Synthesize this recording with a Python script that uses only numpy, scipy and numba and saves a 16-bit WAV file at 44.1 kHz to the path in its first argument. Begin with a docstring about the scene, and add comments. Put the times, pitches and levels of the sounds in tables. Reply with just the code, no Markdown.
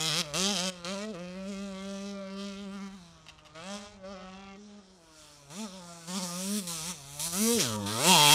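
"""A two-stroke dirt bike buzzes loudly, heard from behind as it jumps away over an open track. Then, from
a second spot, it comes down into a near corner. Each firing of its one cylinder sends a thump and a sharp
crack out of the pipe: the thumps blend into a note, the cracks into a rasp. The cracks also bounce off
the ground. Cooling fins and air intake hiss, dirt banks and a hillside echo, and a light wind blows."""
import sys
import numpy as np
from scipy import signal
from scipy.io import wavfile
from scipy.ndimage import uniform_filter1d
from numba import njit

SR = 44100
rng = np.random.default_rng(int(sys.argv[2]) if len(sys.argv) > 2 else 0)


def wav_out(sig):
    """Save sig, one row per channel (or a flat mono array), as 16-bit PCM at SR to the path in sys.argv[1]."""
    wavfile.write(sys.argv[1], SR, np.round(np.clip(np.atleast_2d(sig).T, -1, 1) * 32767).astype(np.int16))


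N = 367794

# The tone of the wind. Each row: frequency in Hz, relative strength in dB.
WIND_TONE = [(30, -23), (45, 8.5), (95, -1), (140, -4), (300, -12), (1400, -10)]
# Gusts on the microphone. Each row: time in seconds, boost of the low wind in dB.
GUSTS = [(0, 3), (3.2, 0), (4.5, 5.5), (4.6, -5.5), (6.3, -2), (7.7, 6), (8.2, -9)]
# Echoes off dirt banks. Each row: delay in milliseconds, gain in dB.
BANK_ECHOES = [(23, -19), (46, -21)]
# The echo off the hillside. Each row: time in seconds, delay in milliseconds, gain in dB.
HILL_ECHO = [(0, 98, -27.5), (3.5, 108, -14), (4.1, 108, -5.5), (4.56, 107, -8), (4.6, 83, -17),
             (5.5, 60, -16), (6.3, 55, -12), (7.3, 40, -18)]
# Engine speed, one list for each stretch of the ride. Each row: time in seconds, firings per second.
REVS = [
    [(0.0, 156.4), (0.08, 162.5), (0.1, 149.2), (0.13, 148.2), (0.2, 181), (0.25, 150.5), (0.33, 141.4),
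     (0.39, 178.3), (0.47, 199.3), (0.52, 209.4), (0.58, 170.8), (0.66, 189.5), (0.81, 174), (0.86, 171.5),
     (0.91, 195.6), (.938, 202.7), (.956, 193), (1.05, 215.4), (1.11, 219.6), (1.16, 163), (1.21, 176.7),
     (1.345, 181), (1.37, 189.8), (1.46, 192.3), (1.5, 205.4), (1.55, 191.2), (1.64, 202), (1.75, 189.7),
     (1.92, 199)],
    [(1.97, 195.8), (2.078, 200.6), (2.268, 192.7), (2.496, 199.7), (2.548, 193.6), (2.634, 202),
     (2.688, 189.1), (2.758, 202.9), (2.798, 188.7), (2.828, 200.6), (2.914, 188), (2.946, 201.2),
     (3.004, 173.4), (3.042, 168.9), (3.2, 160)],
    [(3.25, 157.1), (3.52, 150.8), (3.61, 164.5), (3.65, 183.9), (3.71, 202), (3.85, 213.5), (4.04, 185.5),
     (4.12, 204), (4.16, 182), (4.27, 185.8), (4.4, 196.4), (4.57, 192.9)],
    [(4.58, 207.2), (4.795, 206.1), (4.825, 188.2), (4.96, 186.3), (4.99, 166.4), (5.48, 137.8),
     (5.51, 142.7), (5.6, 216), (5.64, 224.3), (5.69, 183.5), (5.72, 179.6), (5.745, 189.4), (5.78, 190),
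     (5.81, 176), (6.07, 163.5), (6.105, 184.2), (6.125, 180.7), (6.18, 207), (6.2, 177), (6.232, 189),
     (6.26, 174.8), (6.33, 172.1), (6.58, 214.5), (6.63, 178.5), (6.83, 156), (6.9, 187.3), (6.97, 147.2),
     (7.03, 136.1), (7.2, 147), (7.26, 167), (7.33, 168.2), (7.42, 216.2), (7.53, 238), (7.565, 231)],
    [(7.6, 186), (7.628, 143.6), (7.652, 125.6), (7.708, 109.1), (7.858, 100.1), (7.982, 116),
     (8.088, 186.1), (8.114, 191.7), (8.192, 149), (8.302, 143.8), (8.34, 156.4)],
]
# How the bike sounds from place to place. Each row: time in seconds, rasp and note levels in dB with the
# throttle shut, overtones against the note in dB, gain above 7 kHz in dB, ground delay in milliseconds.
PLACES = [(0, -45.5, -38.5, -12.5, 1, 0.67), (1.05, -63.5, -50, -6.5, -6.5, 0.57),
          (1.13, -65, -47, -16.5, -4, 1.64), (2.7, -66, -41, -13, -2.5, 2.44),
          (3.0, -63.5, -48, -13, -2, 2.3), (3.45, -63.5, -61, -1.5, -7.5, 1.69),
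          (3.95, -73, -59.5, -6, -7.5, 1.38), (4.56, -61, -13, -11.5, -9, 1.45),
          (4.58, -68, -63, -25.5, -33, 0.39), (5.0, -63.5, -60.5, -4.5, -2, 0.33),
          (5.2, -52.5, -63.5, 4, -0.5, 0.45), (5.45, -55, -53.5, -11, 0, 0.44),
          (5.75, -51.5, -48, -6, -2.5, 0.612), (6.63, -46, -40.5, -16, 3, 0.67),
          (6.96, -44.5, -48, -8, -0.5, 0.88), (7.25, -40.5, -42, -9.5, 4.5, 1.03),
          (7.8, -36.5, -33.5, -11.5, 1.5, 0.98), (8.04, -37, -33, -3.5, 2, 1.18),
          (8.34, -40, -31, -5, 4, 1.36)]
# Twists of the throttle. Each row: start and end in seconds, base levels of rasp and note in dB,
# swell over the twist in dB (rasp and note each take a share of it).
TWISTS = [(0, 0.219, -34.5, -34.5, 5.5), (0.338, 0.53, -30, -32.5, -14.5), (0.528, 0.6, -37.5, -39.5, 12),
          (0.593, 0.701, -36.5, -37, 3), (0.845, 1.056, -40.5, -38, -19.5), (1.14, 1.47, -55, -39.5, -8),
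          (1.438, 2.15, -57.5, -42, -2), (2.108, 2.4, -66, -44.5, 3.5), (2.366, 2.659, -56.5, -41, -13),
          (2.714, 2.885, -62, -43.5, 3.5), (3.549, 3.8, -53, -49, 8), (3.761, 3.87, -52, -52, -19),
          (4.038, 4.28, -63, -48, -2), (4.241, 4.565, -66, -50, -11), (4.576, 4.805, -65, -55.5, -1),
          (5.501, 5.675, -43.5, -42, -16.5), (6.075, 6.24, -43, -36.5, 0.5),
          (6.214, 6.603, -37, -36.5, -3.5), (6.671, 6.923, -35, -38.5, -4),
          (7.194, 7.231, -30.5, -39.5, -4), (7.245, 7.285, -36, -38, 1.5), (7.325, 7.65, -34.5, -35.5, -9),
          (7.582, 7.765, -25.5, -31.5, -3), (7.861, 8.08, -27, -33.5, 1), (8.038, 8.343, -24, -25.5, 3.5)]
# How far the tail pipe faces us. Each row: time in seconds, the cracks' share of the rasp from 0 to 1.
FACING = [(0, .8), (2.85, .74), (3.0, .35), (3.5, .45), (3.65, .7), (4.25, .6), (4.36, .82), (4.56, .82),
          (4.58, .3), (5.2, .15), (6.0, .25), (7.3, .25), (7.4, .6), (7.54, .7), (7.58, .3), (7.65, .4),
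          (7.8, .2), (8.0, .3), (8.12, .72)]
# Late firings off the throttle. Each row: start in seconds, count, base level in dB, step per pop in dB.
POPS = [(3.2658, 1, -40, 0), (3.2853, 3, -35, -2), (3.3824, 2, -46, 4), (3.4502, 4, -43, 1)]
# Ragged burns. Each row: start and end in seconds, level in dB, centre and width in Hz.
RAGGED_BURNS = [(7.57, 7.635, -31, 3150, 4505)]
# Resonances (frequencies that ring) of the tail pipe. Each row: centre and width in Hz, gain in dB.
TAIL_PIPE = [(3230, 2900, 5), (4960, 3020, 15.5), (7020, 7600, 15.5)]
# Resonances of the exhaust chamber's walls. Each row: centre and width in Hz, gain in dB.
CHAMBER_WALLS = [(2680, 200, -1), (3250, 130, 2.5), (3950, 300, -6)]
# The hiss of fins and intake. Each row: centre and width in Hz, gain in dB.
HISS_BANDS = [(2870, 4300, -19.5), (3590, 560, -12), (4230, 390, -11.5), (5750, 1050, -9.5),
              (7540, 4800, -13.5), (9330, 860, -13), (14300, 23000, -33)]
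# The snarl, a broad boost that moves as the pipe swings.
# Each row: time in seconds, centre and width in Hz, boost in dB.
SNARL = [(0, 3560, 2570, 10), (.4, 3320, 3080, 7.5), (.62, 3177, 3000, 6.5), (1.5, 2788, 3017, 7.5),
         (2.6, 3073, 2491, 13), (2.9, 3008, 3015, 5.5), (3.5, 2605, 2489, 9.5), (3.75, 3262, 2980, 1.5),
         (4.3, 2798, 2495, 13), (4.44, 2900, 905, 22.5), (4.56, 2784, 1197, 18), (4.6, 3000, 2497, 3.5),
         (6.7, 3207, 2997, 0), (7.45, 3200, 2522, 0), (7.62, 3200, 2503, 4.5), (8.0, 3202, 2998, 3.5),
         (8.2, 3216, 3000, 10.5)]
# Resonances of pipe and silencer. Each row: centre and width in Hz, gain in dB from the front,
# gain in dB from behind, change in dB when the bike is alongside.
PIPE_RESONANCES = [(437, 289, -7.5, -10, -0.5), (572.6, 127, -9, 4.5, -39), (919.4, 107, -5.5, -20.5, 20),
                   (1250, 330, -6.5, 2, -11.5), (2180, 1030, -21.5, 4.5, -4.5)]
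# Low harmonics (multiples of the firing rate) that ground and banks favour. Each row: time in seconds,
# an added second harmonic in dB against the first, boosts of the third and of the fourth in dB.
LOW_HARMONICS = [(0, -10, -2.5, -7), (.5, -14, 1.5, 5.5), (.8, -19, 0.5, -4), (1.1, -9.5, 11, 8),
                 (1.5, -10.5, 5, 2), (2.2, -11, 8.5, 0), (2.5, -11, -2, -9), (2.8, -17, -4, 4),
                 (3.0, -27, -15, -3.5), (3.5, -26, -5, 0), (4.1, -15, 5.5, 8), (4.3, -13, -6, 12.5),
                 (4.56, -9, -4, 11.5), (4.7, -14, 11.5, 11.5), (5.2, 1, -12, 2), (5.6, -17, 6.5, 1.5),
                 (6.0, -44, -6.5, 5), (6.5, -17.5, 5.5, -6.5), (7.2, -30, -10.5, -6), (7.5, -5.5, 3, 5.5),
                 (7.85, 5, 12, 3), (8.15, -17, 0.5, 8.5)]

TIME = np.arange(N) / SR


def undb(db):
    """Turn decibels into a factor to multiply by."""
    return 10 ** (np.asarray(db) / 20)


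def curves(table):
    """Join a table's rows with straight lines: one curve for each column after the time."""
    times, *columns = np.vstack(table).T
    return [np.interp(TIME, np.maximum.accumulate(times), column) for column in columns]


def even(x, span_s=0.037):
    """Hold a sound's running average level at 1."""
    span = int(span_s * SR)
    return x / np.sqrt(uniform_filter1d(uniform_filter1d(x ** 2, span), span) + 1e-18)


@njit
def sweep(x, hz, width):
    """Keep the frequencies near a moving centre, sample by sample (a state-variable filter)."""
    out, band_state, low_state = np.empty(len(x)), 0., 0.
    for i in range(len(x)):
        tuning, damping = np.tan(np.pi * hz[i] / SR), width[i] / hz[i]
        band = (band_state + tuning * (x[i] - low_state)) / (1 + tuning * (tuning + damping))
        band_state = 2 * band - band_state
        low_state += 2 * tuning * band
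        out[i] = damping * band
    return out


def band_pass(x, hz, width):
    """Keep one band of frequencies; its centre and width may be steady or moving."""
    return sweep(x, hz + np.zeros(N), width + np.zeros(N))


def wander(rate):
    """A smooth random curve, roughly -1 to 1, with `rate` new values a second."""
    hold = int(SR / rate)
    steps = np.repeat(rng.standard_normal(N // hold + 1), hold)
    return 1.3 * uniform_filter1d(uniform_filter1d(steps, hold), hold)[:N]


def ring(x, resonances, drift, waver_db, steep=True):
    """Pass a sound through resonances whose pitch drifts and whose level wavers."""
    out = 0
    for hz, width, db in resonances:
        centre = hz * (1 + drift * wander(4))
        band = band_pass(x, centre, width)
        if steep:
            band = band_pass(band, centre, 1.5 * width)
        out += undb(db + waver_db * wander(7.7)) * band
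    return out


def wind(base_db=-62):
    """Moving air: bands of noise swell together and flicker alone; gusts lift the low ones."""
    tone_hz, tone_db = np.array(WIND_TONE).T
    gust_db, = curves(GUSTS)
    low, high, swell = 0, 0, wander(2.72)
    for hz in 30 * 2 ** np.arange(0, 5.6, .5):
        db = np.interp(np.log(hz), np.log(tone_hz), tone_db) + .5 * swell
        band = ring(rng.standard_normal(N), [(hz, hz / 2, db)], drift=.012, waver_db=3)
        if hz < 200:
            low += band
        else:
            high += band
    return undb(base_db) * (undb(gust_db) * low + high) / (low + high).std()


def delayed(x, ms):
    """The same sound, some milliseconds later."""
    return np.interp(TIME - ms / 1000, TIME, x, left=0)


def echo(x, delay_ms, db):
    """Sound thrown back by a slope; its level and delay drift as the bike moves."""
    return undb(db + 2 * wander(9)) * delayed(x, delay_ms + .5 * wander(2))


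def thud(start_s=7.55, db=-40, hz=101.4, fade_s=.031):
    """The frame bottoms out in a rut: one low bump that dies away."""
    age = np.maximum(TIME - start_s, 0)
    return undb(db) * np.sin(2 * np.pi * hz * age) * np.exp(-age / fade_s)


def pops(gap_s=.0064, fade_s=.006):
    """Late firings, a crank turn apart: a crack and a puff through the silencer, and off the ground."""
    out, age = np.zeros(N), np.arange(int(.03 * SR)) / SR
    crack = -2 * (age == 0)
    for start_s, count, db, step_db in POPS:
        for k in range(count):
            at = int((start_s + k * gap_s) * SR)
            puff = undb(-14) * np.exp(-age / fade_s) * rng.standard_normal(len(age))
            out[at:at + len(age)] += undb(db + k * step_db) * (puff + crack)
    out += .67 * delayed(out, ms=1.05)
    silencer = [(623, 203, 14.4), (1260, 410, 15.5), (2900, 2000, 10.7), (4860, 1900, 2.2)]
    return ring(out, silencer, drift=0, waver_db=-2)


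def ragged_burns(turns):
    """Gas noise puffs through the pipe once a turn while the fuel burns unevenly."""
    puffs = np.exp(-(turns % 1) / .4) * rng.standard_normal(N)
    out = 0
    for start, end, db, hz, width in RAGGED_BURNS:
        fade = np.interp(TIME, [start, start + .025, end - .02, end], [0, 1, 1, 0])
        out += undb(db) * fade * even(ring(puffs, [(hz, width, 0)], drift=.05, waver_db=0))
    return out


def alongside(start_s=8.05, rise_s=.057):
    """Goes from 0 to 1 as the bike draws level with the microphone."""
    return np.clip((TIME - start_s) / rise_s, 0, 1)


def throttle(when_shut, when_open, swell_share, smooth_s=.021):
    """A curve that moves from its shut value to each twist's own value and back."""
    out, last_end, blend = np.array(when_shut), -1, int(.03 * SR)
    next_starts = [twist[0] for twist in TWISTS[1:]] + [N / SR]
    for (start_s, end_s, _, _, swell_db), value, next_s in zip(TWISTS, when_open, next_starts):
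        if next_s - end_s < .015:  # close or overlapping twists run together
            end_s = next_s
        start, end = int(start_s * SR), int(end_s * SR)
        out[start:end] = value + swell_share * swell_db * np.linspace(0, 1, end - start)
        if start == last_end:
            out[start:start + blend] = np.linspace(out[start - 1], out[start + blend], blend)
        last_end = end
    return uniform_filter1d(out, int(smooth_s * SR), mode="nearest")


def firings(turns, scatter_ms, size_spread_db=1.2):
    """One click per crank turn, each a little early or late and of its own size."""
    whole_turns = np.arange(1, int(turns[-1]))
    time_luck, size_luck = rng.standard_normal((N // 100, 2))[:len(whole_turns)].T
    on_time = np.interp(whole_turns, turns, np.arange(N))
    at = np.clip(on_time + scatter_ms[on_time.astype(int)] * SR / 1000 * time_luck, 0, N - 2)
    size = undb(size_spread_db * size_luck)
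    out, sample = np.zeros(N), at.astype(int)
    np.add.at(out, sample, size * (1 - at + sample))  # two neighbouring samples share each click
    np.add.at(out, sample + 1, size * (at - sample))
    return out


def cracks(turns, air_db, ground_ms):
    """Each firing cracks out of the tail pipe, bounces off the dirt and rings the chamber walls."""
    scatter_ms = .007 + .0012 * np.clip(-air_db, 0, 7)  # more air, looser timing
    clicks = firings(turns, scatter_ms)
    loose_clicks = firings(turns, 3 * scatter_ms)  # for the highest band
    pipe = ring(clicks, TAIL_PIPE[:-1], drift=.025, waver_db=1.5)
    pipe += ring(loose_clicks, TAIL_PIPE[-1:], drift=.025, waver_db=1.5)
    bounce = delayed(pipe, ground_ms + .05 * wander(5))
    pipe += .5 * undb(2.5 * wander(25)) * bounce  # rough dirt makes the bounce flicker
    walls = ring(clicks, CHAMBER_WALLS, drift=.015, waver_db=2.5 - 1.5 * alongside(), steep=False)
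    return even(even(pipe) + undb(-7 + 9 * alongside()) * even(walls))


def hiss(turns):
    """Fins and intake hiss with gas noise that swells once a turn."""
    swell = 2.5 + np.exp(-(turns % 1) / .5)
    bands = [ring(swell * rng.standard_normal(N), [row], drift=.027, waver_db=0) for row in HISS_BANDS]
    return even(sum(bands))


def through_air(x, air_db):
    """Warm air makes narrow bands come and go; then air_db turns the highest sounds down or up."""
    out, depth_db = x.copy(), 2.4 * (1 - alongside() / 2)
    for hz in 2000 * 2 ** np.arange(0, 2.1, .2):
        out += (undb(depth_db * wander(16)) - 1) * band_pass(x, hz, hz / 7)
    for edge_hz, weight in ((7000, 1), (10500, 1.5)):
        low = signal.sosfilt(signal.butter(3, edge_hz, fs=SR, output="sos"), out)
        high = signal.sosfilt(signal.butter(3, edge_hz, "high", fs=SR, output="sos"), out)
        out = low + undb(weight * air_db) * high
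    return out


def rasp(turns, level_db, air_db, ground_ms):
    """The bike's treble: mostly cracks when the pipe faces us, mostly hiss when it points away."""
    facing, = curves(FACING)
    snarl_hz, snarl_width, snarl_db = curves(SNARL)
    out = np.sqrt(facing) * cracks(turns, air_db, ground_ms) + np.sqrt(1 - facing) * hiss(turns)
    out += (undb(snarl_db) - 1) * band_pass(out, snarl_hz, snarl_width)
    return through_air(out, air_db) * undb(level_db + 1.3 * wander(11))  # flutters over the bumps


def exhaust_note(hz, turns, note_db, overtone_db, shut):
    """The pipe's thumps make a tone at the firing rate, with overtones shaped by its resonances."""
    harmonics = np.arange(2, 19)
    facing, = curves(FACING)
    second_db, *boosts_db = curves(LOW_HARMONICS)
    gains, beside = 0, alongside()
    for rank, (centre, width, front_db, rear_db, side_db) in enumerate(PIPE_RESONANCES):
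        db = front_db + (rear_db - front_db) * facing + side_db * beside
        db -= 1.5 * rank * shut  # a shut throttle dulls the higher resonances
        shape = 1 / (1 + (2 * (harmonics[:, None] * hz - centre) / width) ** 2)
        gains += undb(overtone_db + db) * shape / np.linalg.norm(shape, axis=0)
    gains[0] += undb(note_db + second_db)
    gains[1:3] *= undb(boosts_db)
    phase = 2 * np.pi * turns
    out = -undb(note_db + .7 * wander(25)) * np.cos(phase)
    for k, gain in zip(harmonics, gains):
        blur = .055 * k * wander(70)  # uneven burns blur the higher harmonics more
        waver = wander(15)
        waver_db = (min(1 + .5 * k, 3) - 2 * beside) * waver
        # a quick flicker, heard from the front
        sputter_db = 4.5 * (1 - facing) * (1 - beside) * min(k / 4 - .2, 1) * wander(38)
        out -= gain * undb(sputter_db + waver_db) * np.cos(k * (phase + .1) + blur + .8 * waver)
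    return np.sqrt(2) * out


def engine():
    """One cylinder fires once per crank turn; throttle, revs and place set how loud it is."""
    hz, = curves(REVS)
    hz *= 1 + .005 * wander(16)  # the rear wheel grips and slips
    turns = np.cumsum(hz) / SR
    shut_rasp_db, shut_note_db, overtone_db, air_db, ground_ms = curves(PLACES)
    _, _, open_rasp_db, open_note_db, _ = zip(*TWISTS)
    rasp_db = throttle(shut_rasp_db, open_rasp_db, swell_share=.7, smooth_s=.0015)
    note_db = throttle(shut_note_db, open_note_db, swell_share=.4)
    shut = throttle(np.ones(N), np.zeros(len(TWISTS)), swell_share=0)
    tuned_hz = 190  # louder above this firing rate, quieter below
    rasp_db += .1526 * (hz - tuned_hz)
    rev_db = .32 * (np.clip(hz, 167, 218) - tuned_hz)
    note = exhaust_note(hz, turns, note_db + rev_db, note_db + overtone_db, shut)
    return note + rasp(turns, rasp_db, air_db, ground_ms) + ragged_burns(turns) + pops()


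def scene():
    """The bike, its dull echoes and the wind, the same in both channels."""
    bike = engine() + thud()
    dull = band_pass(bike, hz=1500, width=6000)
    echoes = sum(echo(dull, delay_ms, db) for delay_ms, db in BANK_ECHOES + [curves(HILL_ECHO)])
    return np.tile(bike + echoes + wind(), (2, 1))


def record(dry, ceiling=.45, top_hz=15550):
    """Round off the sharpest peaks and cut the very highest sounds."""
    rounded = ceiling * np.tanh(dry / ceiling)
    return signal.sosfilt(signal.ellip(10, .2, 60, top_hz, fs=SR, output="sos"), rounded)


dry = scene()
out = record(dry)
wav_out(out)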